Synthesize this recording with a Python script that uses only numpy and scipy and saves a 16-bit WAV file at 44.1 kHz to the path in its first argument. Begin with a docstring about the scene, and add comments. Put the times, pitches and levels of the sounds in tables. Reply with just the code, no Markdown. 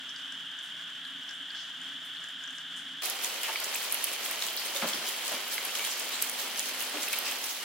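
"""A tap trickles and drips into a full outdoor bath at night; a pump hums, far frogs shrill.
After three seconds the scene jumps to the fenced garden, where water patters down loudly:
countless impacts merge into a rush, fat drops smack and spray, bubbles ring in puddles
and a few dull knocks sound. Impacts are noise bursts, bubbles are rising sine pings."""
import sys
import numpy as np
from scipy import signal
from scipy.fft import rfft, irfft
from scipy.io import wavfile
from scipy.ndimage import uniform_filter1d

SR = 44100
rng = np.random.default_rng(int(sys.argv[2]) if len(sys.argv) > 2 else 0)


def unload_audio(sound):
    """Save the sound as a 16-bit wav file, at the path given as the first command line argument."""
    columns = np.transpose(np.atleast_2d(sound))
    # keep every value between -1 and 1, then stretch to whole-number steps
    steps = np.round(np.clip(columns, -1, 1) * 32767)
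    wavfile.write(sys.argv[1], SR, steps.astype(np.int16))


N = 336924
TIME = np.arange(N) / SR
CUT_S = 3.018  # tub to garden

# left-right likeness in each place: (frequency [Hz], correlation [-1..1])
TUB_CORR = [(280, .99), (640, .8), (1600, .85), (2400, .72), (3300, .8), (6000, .48), (10000, .35),
            (14000, 0)]
GARDEN_CORR = [(90, .94), (220, .99), (400, .96), (740, .87), (1600, .58), (2400, .62), (3600, .35),
               (5500, -.02), (9000, -.08), (15000, 0)]


def amp(db):
    """Decibels to gain."""
    return 10 ** (np.asarray(db) / 20)


def unit(x):
    """Scale to rms 1."""
    return x / np.sqrt(np.mean(x ** 2) + 1e-20)


def log_interp(points, hz):
    """Table lookup on a log-frequency axis."""
    f, value = np.transpose(points)
    return np.interp(np.log(hz + 1), np.log(f), value)


def add(mix, start_s, sound):
    """Add a stereo sound to the mix in place."""
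    part = mix[:, round(start_s * SR):][:, :sound.shape[1]]
    part += sound[:, :part.shape[1]]


def shape(x, gain, corr):
    """Filter two independent channels by gain(hz), blend to correlation corr; rms 1."""
    hz = np.fft.rfftfreq(x.shape[1], 1 / SR)
    a, b = rfft(x)
    angle = np.arccos(np.clip(log_interp(corr, hz), -1, 1)) / 2
    mid, side = a * np.cos(angle), b * np.sin(angle)
    return unit(irfft(np.array([mid + side, mid - side]) * gain(hz), x.shape[1]))


def resonances(rows, hz):
    """Gain of steep-skirted bands; a row's dB sets its total power."""
    powers = (amp(db) ** 2 / width / (1 + ((hz - f) / width) ** 2) ** 3 for f, width, db in rows)
    return np.sqrt(sum(powers))


def drift(rate_hz):
    """Slow random curve, rms 1."""
    lowpass = np.exp(-(np.fft.rfftfreq(N, 1 / SR) / rate_hz) ** 2)
    return unit(irfft(rfft(rng.standard_normal(N)) * lowpass, N))


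def patter(per_s, spread_db, decay_s):
    """Dense tiny impacts of uneven size, each a puff of noise; rms 1."""
    sizes = amp(spread_db * np.minimum(rng.exponential(1, N), 4))
    impacts = sizes * (rng.random(N) < per_s / SR)
    pole = np.exp(-2 / (decay_s * SR))
    power = signal.lfilter([1], [1, -pole], impacts ** 2)
    return unit(np.sqrt(power) * rng.standard_normal((2, N)))


def envelope(t, rise_s, decay_s):
    """Exponential rise and decay, peak 1."""
    swell = (1 - np.exp(-t / rise_s)) * np.exp(-t / decay_s)
    return swell / swell.max()


def burst(centre_hz, width_oct, rise_s, decay_s, corr=GARDEN_CORR, low_cut_hz=170):
    """One impact: a decaying noise band, rms about 1 at its crest."""
    t = np.arange(int((rise_s + decay_s) * 6 * SR) + 256) / SR
    noise = rng.standard_normal((2, len(t)))
    band = shape(noise, lambda hz: np.exp(-.5 * (np.log2((hz + 1) / centre_hz) / width_oct) ** 2), corr)
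    swell = envelope(t, rise_s, decay_s)
    hit = signal.lfilter(*signal.butter(2, low_cut_hz, "high", fs=SR), band * swell)
    return unit(hit) * np.sqrt(np.mean(swell ** 2))


def ping(hz, rise_s, decay_s, corr=GARDEN_CORR, glide=0):
    """Pure ring, as of a bubble; pitch climbs by the fraction glide per decay time."""
    t = np.arange(int((rise_s + decay_s) * 7 * SR)) / SR
    phase = 2 * np.pi * hz * t * (1 + glide * t / decay_s / 2)
    stereo_rad = np.arccos(log_interp(corr, hz)) * np.array([[.5], [-.5]])
    return np.sqrt(2) * envelope(t, rise_s, decay_s) * np.sin(phase + stereo_rad)


def fence_echo(x, t60_s=.29):
    """Scattered reflections off the wooden fence, from 3 ms on."""
    t = np.arange(SR // 2) / SR
    taps = rng.standard_normal((2, len(t))) * (rng.random((2, len(t))) < .1)
    taps *= (t > .003) * amp(-60 * t / t60_s)
    taps = shape(taps, np.ones_like, GARDEN_CORR) / np.sqrt(len(t))
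    return signal.fftconvolve(x, taps, axes=1)[:, :N]


def frog_chorus(count=60, notes_per_s=3.1, pulse_hz=130, blur=.15):
    """Far frogs repeat pulsed notes that distance melts together; unfiltered pulsing noise."""
    t = TIME[:N // 8 * 8:8]
    power = np.zeros(len(t))
    for pace, pitch, start in rng.uniform(-1, 1, (count, 3)):
        note = np.sin(np.pi * (notes_per_s * (1 + .27 * pace) * t + start)) ** 2
        pulses = np.exp(-(pulse_hz * (1 + .4 * pitch) * t % 1) / .71)
        power += (blur + note) * pulses
    return np.sqrt(np.interp(TIME, t, power)) * rng.standard_normal((2, N))


def tub_frogs(chorus, level_db=-41):
    """The chorus at the tub: three voice bands."""
    # frog voices: (centre [Hz], width [Hz], relative level [dB])
    voice_bands = [(1630, 344, -5.5), (3074, 263, 0.5), (3346, 313, 1.5)]
    return amp(level_db) * shape(chorus, lambda hz: resonances(voice_bands, hz), TUB_CORR)


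def garden_frogs(chorus, level_db=-44, centre_hz=3110, width_hz=350, fade_db=-3, fade_from_s=5.9):
    """The chorus in the garden: one shrill band that eases off over a second."""
    voices = shape(chorus, lambda hz: resonances([(centre_hz, width_hz, 0)], hz), GARDEN_CORR)
    return voices * amp(level_db + fade_db * np.clip(TIME - fade_from_s, 0, 1))


def garden_hum():
    """Faint tones that waver in pitch."""
    # hum tones: (pitch [Hz], waver [Hz], relative level [dB])
    partials = [(211, 5, -7), (260, 3, 0), (548, 4, -6)]
    # hum swell: (time [s], level [dB])
    swell = [(3.0, -73), (5.7, -65), (6.4, -60), (6.9, -57.5), (7.2, -63), (7.6, -65)]
    tones = np.zeros(N)
    for hz, waver_hz, db in partials:
        pitch_hz = hz + waver_hz * drift(rate_hz=8.04)
        tones += amp(db) * np.sin(2 * np.pi * np.cumsum(pitch_hz) / SR)
    return unit(tones) * amp(np.interp(TIME, *np.transpose(swell)))


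def pump(level_db=-61.9, waver_db=2.5):
    """Pump hum: narrow low noise bands, wavering in level."""
    # pump resonances: (centre [Hz], width [Hz], relative level [dB])
    hum_bands = [(141, 7.9, -76), (167.8, 5, -67.5), (219, 46, -69.5), (260.4, 5.4, -64.5),
                 (280.2, 8.9, -64.5)]
    hum = shape(rng.standard_normal((2, N)), lambda hz: resonances(hum_bands, hz), TUB_CORR)
    return hum * amp(level_db + waver_db * drift(rate_hz=3.7))


def tap_stream(level_db=-51, waver_db=.96):
    """A thin stream wavers as it enters the water; spout and tub add a faint ring."""
    # stream and surrounding air: (frequency [Hz], relative density [dB])
    spectrum = [(30, -42), (70, -19.5), (130, -8.5), (320, -3.5), (490, -11), (650, -4), (1000, -2.5),
                (1500, 4), (2400, 1.5), (4300, -2.5), (7200, -8), (10000, -15.5), (16000, -21)]
    # spout and tub resonances: (centre [Hz], width [Hz], boost [dB])
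    rings = [(638, 20, 4), (5400, 170, 2.5), (6490, 160, 1.5), (7130, 150, 5), (8210, 160, 3.5),
             (9860, 200, 2.5)]

    def colour(hz):
        boost_db = sum(db * np.exp(-((hz - f) / width) ** 2) for f, width, db in rings)
        return amp(log_interp(spectrum, hz) + boost_db)

    water = patter(per_s=3500, spread_db=2, decay_s=.0036) * amp(waver_db * drift(rate_hz=14))
    return amp(level_db) * shape(water, colour, TUB_CORR)


def tap_drips(tick_db=-6, bubble_db=-10, plink_hz=1620, echo_db=-8):
    """Each drip ticks, a bubble pings, the tub plinks lower down; at times the stream fizzes."""
    # drips: (time [s], base level [dB], pitch [Hz], tick width [oct], plink level [dB])
    drips = [(0.0916, -36, 5520, .15, -54), (0.1615, -34, 4720, 0.41, -56), (0.3223, -39, 5700, 0.46, -43),
             (0.5886, -40, 6200, 0.31, -44), (1.05, -36, 3970, .22, -42), (1.292, -34.5, 5360, .3, -42),
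             (1.3092, -39, 5650, .4, -42), (1.504, -35.5, 4400, 0.11, -48), (1.5487, -42, 4700, .4, -42),
             (1.8155, -40, 6900, 0.28, -45), (2.168, -39, 4070, .1, -52), (2.24, -37.5, 6840, 0.33, -46),
             (2.2872, -41, 7200, .55, -42), (2.4388, -38, 6750, 0.27, -40), (2.4756, -39, 5840, .25, -43),
             (2.5062, -40, 6750, 0.41, -45), (2.5835, -35.5, 5800, 0.32, -41.5)]
    # stream breaking up: (time [s], level [dB], centre [Hz], decay [s])
    fizzes = [(.09, -56, 5600, 0.02), (.165, -57, 6000, 0.05), (0.624, -55.5, 8100, 0.03),
              (1.04, -62, 8500, .08), (1.33, -60, 7500, 0.041), (1.549, -48, 4470, 0.084),
              (1.591, -54, 5200, .05), (2.045, -56, 9500, 0.021), (2.545, -55.5, 7000, 0.03),
              (2.758, -50.5, 7200, 0.038)]
    out = np.zeros((2, N))
    for s, db, hz, width_oct, plink_db in drips:
        add(out, s, amp(db + tick_db) * burst(hz, width_oct, rise_s=.0004, decay_s=.0015, corr=TUB_CORR))
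        add(out, s, amp(db + bubble_db) * ping(hz, rise_s=.0007, decay_s=.003, corr=TUB_CORR, glide=.01))
        add(out, s, amp(plink_db) * ping(plink_hz, rise_s=.0008, decay_s=.007, corr=TUB_CORR))
    for s, db, hz, decay_s in fizzes:
        add(out, s, amp(db) * burst(hz, width_oct=.43, rise_s=.0072, decay_s=decay_s, corr=TUB_CORR))
    return out + amp(echo_db) * fence_echo(out)


def flurry_power(rise_s=.029, fade_s=.058):
    """Spray power: water lands in flurries that gather fast and thin out more slowly."""
    # flurry crests: (time [s], level [dB])
    crests = [(3.054, -32), (3.244, -33), (3.442, -37.5), (3.533, -40), (3.64, -37), (3.756, -35.5),
              (3.84, -35.5), (3.938, -37.5), (4.047, -34.5), (4.131, -39), (4.262, -35), (4.433, -35),
              (4.482, -40), (4.582, -42), (4.667, -36), (4.771, -33.5), (4.888, -33.5), (5.085, -32.5),
              (5.275, -35.5), (5.335, -39.5), (5.533, -34), (5.66, -41), (5.766, -33.5), (5.858, -33),
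              (5.912, -39.5), (6.011, -36.5), (6.134, -40), (6.235, -34), (6.404, -34), (6.599, -34.5),
              (6.678, -35.5), (6.815, -33.5), (7.031, -34.5), (7.138, -34), (7.194, -43), (7.266, -36),
              (7.315, -38.5), (7.447, -35), (7.51, -36.5)]
    power = np.zeros(N)
    for s, db in crests:
        span = slice(max(int((s - .2) * SR), 0), int((s + .5) * SR))
        age_s = TIME[span] - s
        falloff = np.where(age_s < 0, (age_s / rise_s) ** 2, age_s / fade_s)
        power[span] += (amp(db) * np.exp(-falloff)) ** 2
    return power


def sparkle(x, depth_db):
    """Short random patches of the spectrum swell and fade; rms 1."""
    spectra = signal.stft(x, nperseg=256)[2]
    patches = rng.standard_normal(spectra.shape[1:])
    for _ in range(2):
        patches = uniform_filter1d(patches, size=7, axis=0)
        patches = uniform_filter1d(patches, size=6, axis=1)
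    spectra *= amp(depth_db * unit(patches))
    return unit(signal.istft(spectra)[1][:, :N])


def rush(surge_exponent=.024, waver_db=.85, lull_db=-41.5):
    """Far water merges into an even rush that surges slightly with each flurry of near spray."""
    # far rush: (frequency [Hz], relative density [dB])
    far_spectrum = [(30, -33), (70, -31), (110, -24.5), (170, -15), (210, -7.5), (260, -6), (330, -3.5),
                    (540, 1), (1200, 2), (2600, 3.5), (4200, 2), (7500, -7.5), (12000, -8.5), (16000, -26)]
    # fine spray: (frequency [Hz], relative density [dB])
    near_spectrum = [(600, -45), (2000, -2.5), (4000, 1.5), (6500, 1.5), (9000, -0.5), (11800, -1),
                     (13500, -2), (16000, 0)]
    # swell of the far rush: (time [s], level [dB])
    swell = [(3.05, -38), (3.35, -38.5), (3.66, -38), (4.05, -37), (4.3, -38.5), (5.1, -38), (6.55, -38.5),
             (7.1, -37), (7.6, -38.5)]
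    far = patter(per_s=6000, spread_db=2, decay_s=.002)
    far = shape(far, lambda hz: amp(log_interp(far_spectrum, hz)), GARDEN_CORR)
    near = patter(per_s=3000, spread_db=1.5, decay_s=.0018)
    near = shape(near, lambda hz: amp(log_interp(near_spectrum, hz)), GARDEN_CORR)
    near = sparkle(near, depth_db=1.5)
    near_gain = np.sqrt(amp(lull_db) ** 2 + flurry_power())
    far_gain = amp(np.interp(TIME, *np.transpose(swell)) + waver_db * drift(rate_hz=7.4))
    surge = (near_gain / np.median(near_gain[TIME > CUT_S])) ** surge_exponent
    return far * far_gain * surge + near * near_gain


def droplets(count=320, base_db=-42, spread_db=3, lowest_hz=1800):
    """Small drops all over the garden; the higher they ring, the sooner they die."""
    out = np.zeros((2, N))
    for when, pitch, faintness in rng.random((count, 3)):
        hz = lowest_hz * 8 ** pitch
        ring = burst(hz, width_oct=.48, rise_s=.0003, decay_s=14 / hz)
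        start_s = CUT_S + when * (TIME[-1] - CUT_S)
        add(out, start_s, amp(base_db - spread_db * np.log(faintness + .26)) * ring)
    return out


def spatters(count=120, base_db=-38, spread_db=2, centre_hz=7500, spread_oct=.89):
    """Flurries throw off tiny ticking drops; stronger flurries throw more."""
    out = np.zeros((2, N))
    thrown = np.cumsum(np.sqrt(flurry_power()))
    for when, pitch, faintness in rng.random((count, 3)):
        hz = centre_hz * 2 ** (spread_oct * (2 * pitch - 1))
        tick = burst(hz, width_oct=.14, rise_s=.0004, decay_s=.0014)
        start_s = TIME[np.searchsorted(thrown, when * thrown[-1])]
        add(out, start_s, amp(base_db - spread_db * np.log(faintness + .1)) * tick)
    return out


def splashes(smack_db=1.5, ring_db=-6, scatter_db=-16, slap_db=-2.5, bubble_db=.6, echo_db=-10):
    """Fat drops smack and scatter droplets; others plop and gurgle in puddles, amid dull knocks."""
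    # fat drops: (time [s], base level [dB], centre [Hz], smack width [oct], left minus right [dB])
    drops = [(3.038, -31, 12700, .5, 0), (3.0557, -27, 10000, 0.49, -3), (3.0988, -24.5, 11000, .7, -2),
             (3.238, -33, 8900, .5, -1), (3.245, -25, 7200, 0.48, 0), (3.432, -29, 8900, .6, -3),
             (3.601, -30, 12000, 0.3, -1), (3.6426, -27, 7300, .7, -2), (3.7468, -27, 7560, 0.38, -5),
             (3.7598, -28, 12600, .8, -2), (3.9125, -35, 7200, .6, -1), (3.9236, -21, 10900, .17, 0),
             (3.944, -23, 11800, .22, -1), (4.0418, -20.5, 11200, 0.3, -1), (4.134, -32, 10800, .4, -1),
             (4.25, -32, 8300, .6, -1), (4.2593, -32, 10800, .4, -3), (4.2918, -34, 7780, 0.37, -1),
             (4.311, -26.5, 11900, 0.46, -2), (4.4214, -37, 7600, .7, -1), (4.4655, -29, 8600, 0.43, 1),
             (4.566, -29, 13000, 0.49, -1), (4.77, -36, 10100, .5, -1), (4.879, -34, 11300, .35, -1),
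             (4.8875, -32, 6940, 0.43, 10), (4.9485, -33.5, 10300, .5, -1), (5.087, -30, 9600, .5, -1),
             (5.2487, -34, 7600, .45, -1), (5.28, -30.5, 8400, 0.55, 7), (5.3198, -34, 8400, .7, -1),
             (5.479, -32, 12000, .5, -1), (5.542, -32, 11000, .4, -1), (5.6504, -27, 11400, .25, 0),
             (5.752, -30.5, 9000, .4, 1), (5.7868, -30, 12500, .8, -5), (5.849, -30, 6680, .8, -3),
             (5.9138, -35, 8000, .4, -1), (5.9967, -28, 7800, 0.9, 2), (6.0918, -31, 13850, .25, -1),
             (6.2181, -26, 14000, .4, -3), (6.2234, -18, 11500, .75, -3), (6.2964, -25, 9050, .7, 0),
             (6.398, -34, 6060, .35, -3), (6.4171, -33, 13500, .42, -7), (6.5735, -36, 10600, .4, -1),
             (6.5944, -23.5, 7100, 0.56, -2), (6.690, -33, 11600, .4, -1), (6.805, -27, 12300, 0.92, -3),
             (6.824, -30, 10100, 0.57, -3), (7.0302, -27, 7840, 0.32, -3), (7.084, -30, 10800, 0.45, -1),
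             (7.1297, -24, 10400, 0.59, -1), (7.1871, -25, 12300, 0.22, -5), (7.312, -32, 8800, 0.51, -1),
             (7.441, -33, 5750, 0.29, 1), (7.460, -32.5, 11700, .4, -1)]
    # drops into puddles: (time [s], base level [dB], pitch [Hz])
    plops = [(3.2465, -30.5, 3400), (3.4333, -30.5, 2940), (3.480, -37, 2320), (3.5576, -25.5, 2170),
             (3.755, -30, 2450), (3.9505, -31, 2760), (4.075, -34, 2680), (4.259, -33, 3190),
             (4.4225, -27, 3730), (4.439, -30.5, 3560), (4.4848, -29.5, 3170), (4.573, -30, 4200),
             (4.7626, -28.5, 3510), (4.820, -28.5, 2280), (4.9337, -28.5, 3280), (5.091, -34.5, 3000),
             (5.5804, -28, 2050), (5.753, -30.5, 3070), (5.7932, -29.5, 2830), (5.85, -38, 3200),
             (6.6015, -31.5, 3410), (6.812, -32, 2820), (7.08, -32, 2570), (7.133, -27.5, 2480),
             (7.1378, -29.5, 2200), (7.265, -33, 2570), (7.321, -31.5, 3060)]
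    # short gurgles after plops, brighter droplet splats: (time [s], level [dB], centre [Hz], width [oct])
    gurgles_and_splats = [(3.433, -36, 2400, 0.54), (3.556, -43, 4520, 0.1), (4.069, -42, 2640, 0.17),
                          (4.572, -37.5, 4600, 0.2), (4.814, -36.5, 2680, 0.87), (4.93, -40, 5100, 0.25),
                          (5.52, -40, 11400, 0.16), (5.788, -40.5, 2270, 0.042), (5.85, -46, 3200, 0.3),
                          (5.9, -37.5, 5500, 0.39), (6.122, -39.5, 3850, 0.16), (6.128, -41, 7540, 0.14),
                          (6.6, -42, 2700, 0.2), (7.135, -41, 2600, 0.73), (7.244, -38, 5030, 0.33),
                          (7.265, -38.5, 2700, 0.41)]
    # dull knocks, and a faint hollow ring near 750 Hz lingering as the garden begins:
    # (time [s], level [dB], centre [Hz], width [oct], decay [s])
    knocks_and_ring = [(3.05, -50.5, 743, 0.11, 0.26), (3.48, -34.5, 1230, 1.5, 0.032),
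                       (3.481, -38.5, 905, 0.06, 0.024), (3.609, -39.5, 1300, 1.1, 0.053),
                       (4.751, -40.5, 538, 0.082, 0.041), (4.82, -32.5, 756, 1.16, 0.048),
                       (4.826, -37, 235, 0.38, 0.03), (4.835, -39, 530, 0.17, 0.039),
                       (4.94, -46.5, 302, 0.91, 0.075), (5.315, -38, 696, 0.93, 0.037),
                       (5.328, -48.5, 244, 0.23, 0.03), (6.937, -42.5, 453, 0.72, 0.059),
                       (6.945, -41.5, 290, 0.13, 0.026)]
    out = np.zeros((2, N))
    for s, db, hz, width_oct, pan_db in drops:
        gain = amp(db + np.array([[pan_db], [-pan_db]]) / 2)
        add(out, s, gain * amp(smack_db) * burst(hz, width_oct, rise_s=.0003, decay_s=.0012))
        add(out, s, gain * amp(ring_db) * burst(hz, width_oct=.1, rise_s=.0003, decay_s=.003))
        add(out, s, gain * amp(scatter_db) * burst(hz, width_oct=.86, rise_s=.005, decay_s=.0036))
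    for s, db, hz in plops:  # surface slap, then the trapped bubble rings
        add(out, s, amp(db + slap_db) * burst(hz, width_oct=.7, rise_s=.0004, decay_s=.0028))
        add(out, s, amp(db + bubble_db) * ping(hz, rise_s=.0008, decay_s=.0015, glide=.02))
    for s, db, hz, width_oct in gurgles_and_splats:
        add(out, s, amp(db) * burst(hz, width_oct, rise_s=.013, decay_s=.036))
    for s, db, hz, width_oct, decay_s in knocks_and_ring:
        add(out, s, amp(db) * burst(hz, width_oct, rise_s=.0025, decay_s=decay_s))
    return out + amp(echo_db) * fence_echo(out)


def scene(crossfade_s=.003):
    """The tub, then the garden, where frogs and hum still show through the falling water."""
    chorus = frog_chorus()
    far_frogs = garden_frogs(chorus)
    shower = (rush() + droplets() + spatters()) * amp([[-.5], [.5]])  # slightly to the right
    garden = shower + splashes() + far_frogs + garden_hum()
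    tub = tub_frogs(chorus) + pump() + tap_stream() + tap_drips()
    blend = np.clip((TIME - CUT_S) / crossfade_s, 0, 1)
    return (1 - blend) * tub + blend * garden


def record(dry):
    """Steep low-pass at 15.9 kHz."""
    lowpass = signal.firwin(511, 15900, window=("kaiser", 8), fs=SR)
    return signal.oaconvolve(dry, lowpass[None], "same", axes=1)


dry = scene()
out = record(dry)
unload_audio(out)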